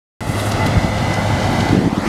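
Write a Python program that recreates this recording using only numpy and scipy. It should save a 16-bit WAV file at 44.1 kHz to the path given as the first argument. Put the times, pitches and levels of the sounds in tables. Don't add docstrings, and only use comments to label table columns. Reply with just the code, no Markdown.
import sys
import numpy as np
from scipy import signal
from scipy.io import wavfile
from scipy.ndimage import uniform_filter1d, map_coordinates

SR = 44100
rng = np.random.default_rng(int(sys.argv[2]) if len(sys.argv) > 2 else 0)


def ratio_of_db(decibels):
    return 10 ** (np.asarray(decibels, float) / 20)


def store_wav(level_fs):
    pcm = np.round(np.clip(np.atleast_2d(level_fs), -1, 1) * 32767)
    wavfile.write(sys.argv[1], SR, pcm.T.astype(np.int16))


N = 91772
t = np.arange(N) / SR

# centre in Hz, width in Hz, level in dB.
EXHAUST_MODES = [(106.1, 25, -8), (207, 50, -30), (496, 180, -23.5), (720, 270, -23)]
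# frequency in Hz, density in dB per Hz.
ROAR_SPECTRUM = [(30, -18.5), (100, 1.5), (400, -9), (750, -11.5), (1500, -19), (4000, -22.5),
                 (9000, -37.5), (15500, -108)]
# centre in Hz, width in Hz, level in dB.
HOUSING_MODES = [(714, 470, 10.5), (2010, 280, -2)]
# frequency in Hz, rms level in dB, share of roughness in dB.
GEAR_WHINES = [(2021, -36.5, -4), (2165, -46, -2), (867, -40, 0), (523, -42, 1), (1732, -52, 0),
               (2595, -56, 0), (4038, -59, 0)]
# time in seconds, whine level in dB.
GEAR_LOAD = [(.2, -7), (.3, 4), (.54, -14.5), (.6, 5.5), (.73, -0.5), (.87, 2), (1.2, -0.5), (1.7, 1.5),
             (1.78, -2), (2.08, -2.5)]
# time in seconds, level in dB.
MACHINE_LEVEL = [(.2, -26.5), (.32, -26), (.36, -21), (.74, -21), (.9, -21.5), (1.25, -20), (1.3, -19.5),
                 (1.73, -20.5), (1.78, -24.5), (1.9, -26.5), (2.0, -26), (2.08, -21)]
# time in seconds, level in dB.
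GUSTS = [(.2, -29), (.3, -27), (.78, -20.5), (.82, -26.5), (1.25, -25.5), (1.6, -21.5), (1.8, -17.5),
         (1.88, -22), (1.89, -28), (1.96, -27), (1.98, -28), (2.0, -25), (2.05, -24.5), (2.08, -24)]
# time in seconds, peak in dB, frequency in Hz.
THUMPS = [(.298, -8, 130), (.761, -10, 80), (.77, -3, 100), (.781, -4, 110), (.848, -6, 155),
          (1.028, -10, 160), (1.302, -11, 200), (1.351, -11, 150), (1.375, -11, 190), (1.587, -10, 120),
          (1.606, -6, 150), (1.629, -7, 200), (1.696, -8, 260), (1.708, -10, 140), (1.731, -1, 233),
          (1.751, -1, 262), (1.77, -8, 227), (1.781, -4, 153), (1.791, -3, 195), (1.849, -11, 180),
          (1.859, -10, 230), (1.867, -5, 181), (1.877, -3, 232), (1.93, -7, 187), (1.972, -11, 260),
          (1.981, -4, 200), (1.991, -11, 223), (2.059, -11, 300), (2.065, -7, 290), (2.077, -11, 254)]
# time in seconds, level in dB.
RUSTLE_LEVEL = [(.2, -43.5), (.34, -38.5), (.5, -37), (.535, -46), (.56, -65), (.9, -48), (1.0, -96.5)]
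# centre in Hz, width in Hz, level in dB.
STALK_MODES = [(8700, 2500, -5), (10600, 900, 0), (13300, 1500, -4)]
# time in seconds, peak in dB, length in ms.
STRAW_TICKS = [
    (.317, -42, 8),
    (.403, -36, 18),
    (.497, -38, 16),
    (.52, -41, 10),
    (.667, -33, 12),
    (.985, -49, 8),
    (1.518, -45, 2),
    (1.532, -34, 2.5),
    (1.685, -48, 6),
    (2.021, -43, 3),
]
# time in seconds, peak in dB, centre in Hz, length in ms.
KNOCKS = [
    (.398, -13, 3300, 12),
    (.52, -11, 4300, 10),
    (.667, -10, 3400, 12),
    (.985, -17, 3300, 10),
    (1.14, -14, 5000, 8),
    (1.607, -9, 2900, 9),
    (1.69, -18, 4000, 8),
]
# time in seconds, height in m, ground reflection factor.
MIC_HEIGHT = [(.2, 1.62, .6), (.75, 1.55, .6), (1.3, 1.45, .6), (1.72, 1.4, .6), (1.77, .93, -.65),
              (1.88, .78, -.65), (1.95, .55, -.75), (2.0, .39, -.85), (2.08, .27, -.85)]


def level(x, db):
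    return x * ratio_of_db(db) / np.sqrt(np.mean(x ** 2))


def curve(rows, column=1):
    rows = np.array(rows, float)
    return np.interp(t, rows[:, 0], rows[:, column])


def noise():
    return rng.standard_normal(N)


def band(x, hz, width):
    return signal.lfilter(*signal.iirpeak(hz, hz / width, fs=SR), x)


def body(x, modes):
    out = 0
    for k, (hz, width, db) in enumerate(modes):
        out = out + (-1) ** k * ratio_of_db(db) * level(band(x, hz, width), 0)
    return out


def walk(rate):
    hold = int(SR / rate)
    steps = np.repeat(rng.standard_normal(N // hold + 1), hold)
    drift = uniform_filter1d(uniform_filter1d(steps, hold), hold)[:N]
    return (drift - drift.mean()) / drift.std()


def bump(s, ms):
    return np.exp(-((t - s) / (ms / 2000)) ** 2)


def diesel():
    firing_hz = 103.8 * (1 + 0.0049 * walk(7.6))
    count = np.floor(np.cumsum(firing_hz) / SR).astype(int)
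    strength = ratio_of_db(2.0 * rng.standard_normal(400))
    pulses = np.diff(count, prepend=0) * strength[count]
    return level(body(pulses, EXHAUST_MODES), -19)


def threshing():
    roar_hz, roar_db = np.array(ROAR_SPECTRUM).T
    shared = walk(9.56)
    knife = np.sin(2 * np.pi * 7.2 * t + 1.2 * walk(2))
    roar = 0
    for hz in 35 * 2 ** np.arange(0, 9, .5):
        db = np.interp(np.log(hz), np.log(roar_hz), roar_db) + 10 * np.log10(hz)
        db = db + 0.24 * shared + 1.0 * walk(13.68)
        db = db + 1 * min(hz / 3000, 1) * knife
        hiss = band(band(noise(), hz, hz * 0.51), hz, hz * 0.51)
        roar = roar + ratio_of_db(db) * level(hiss, 0)
    housing = level(body(noise(), HOUSING_MODES), -26.5) * ratio_of_db(1.04 * walk(8.5))
    return level(roar, -22) + housing


def gears():
    out = 0
    for hz, db, rough_db in GEAR_WHINES:
        turns = np.cumsum(hz * (1 + 0.001536 * walk(5))) / SR
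        tone = np.sqrt(2) * ratio_of_db(2.7 * walk(24.68)) * np.sin(2 * np.pi * turns)
        rough = level(band(band(noise(), hz, hz * 0.021), hz, hz * .05), rough_db)
        out = out + ratio_of_db(db) * (tone + rough)
    return out * ratio_of_db(curve(GEAR_LOAD))


def wind():
    wind_hz, width_hz = 227, 164
    flutter = band(band(noise(), wind_hz, width_hz), wind_hz, 2 * width_hz)
    flutter = level(flutter * ratio_of_db(1.5 * walk(30.46)), 0)
    rumble = level(band(noise(), 57.9, 60) * ratio_of_db(2.5 * walk(14)), -5)
    thumps = 0
    for s, db, hz in THUMPS:
        lean = rng.uniform(0, 2 * np.pi / 3)
        swing = np.cos(2 * np.pi * hz * (t - s) + lean)
        thumps = thumps + ratio_of_db(db) * bump(s, 2000 * 0.5 / hz) * swing
    return ratio_of_db(curve(GUSTS)) * (flutter + rumble) + 1.1 * thumps


def straw():
    rustle = ratio_of_db(curve(RUSTLE_LEVEL) + 2.0 * walk(79.4))
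    dry_noise = noise()
    stalks = 0
    for hz, width, db in STALK_MODES:
        stalks = stalks + ratio_of_db(db) * level(band(band(dry_noise, hz, width), hz, width), 0)
    stalks = level(stalks, 0)
    ticks = sum(ratio_of_db(db) * bump(s, ms) for s, db, ms in STRAW_TICKS)
    broad = level(band(noise(), 8660, 3100), 0)
    return rustle * broad + (ratio_of_db(-8.5) * rustle + ticks) * stalks


def clatter():
    knocks = 0
    for s, db, hz, ms in KNOCKS:
        metal = level(band(band(noise(), hz, hz), hz, hz * .7), 0)
        knocks = knocks + ratio_of_db(db) * bump(s, ms) * metal
    return ratio_of_db(3.5 * walk(900)) * knocks / 2


def over_ground(x, source_m):
    distance_m, sound_speed = 20, 343
    height = curve(MIC_HEIGHT)
    delay_s = 2 * height * source_m / distance_m / sound_speed
    mirror = map_coordinates(x, [(t - delay_s) * SR], mode="mirror")
    dull = signal.sosfiltfilt(signal.butter(1, 5000, fs=SR, output="sos"), mirror)
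    bounce = mirror + (dull - mirror) * height / height[0]
    return x + curve(MIC_HEIGHT, column=2) * bounce


def scene():
    rotor = over_ground(threshing() + clatter(), 2.27)
    deck = over_ground(ratio_of_db(6) * threshing() + diesel(), 3.2)
    near_db = curve(MACHINE_LEVEL)
    turning = ratio_of_db(near_db - np.median(near_db))
    machine = (ratio_of_db(-8) * (rotor + deck) + gears()) * turning
    return (machine + wind() + straw())[None]


def top_cut(x):
    return signal.sosfilt(signal.butter(12, 15650, fs=SR, output="sos"), x)


def record(dry):
    x = signal.sosfilt(signal.butter(2, 26, "high", fs=SR, output="sos"), dry)
    x = x * (t > .2066)
    x = signal.sosfilt(signal.butter(2, 13700, fs=SR, output="sos"), x)
    x = x / (1 + np.abs(x) ** 6) ** (1 / 6)
    return top_cut(x)


dry = scene()
out = record(dry)
store_wav(out)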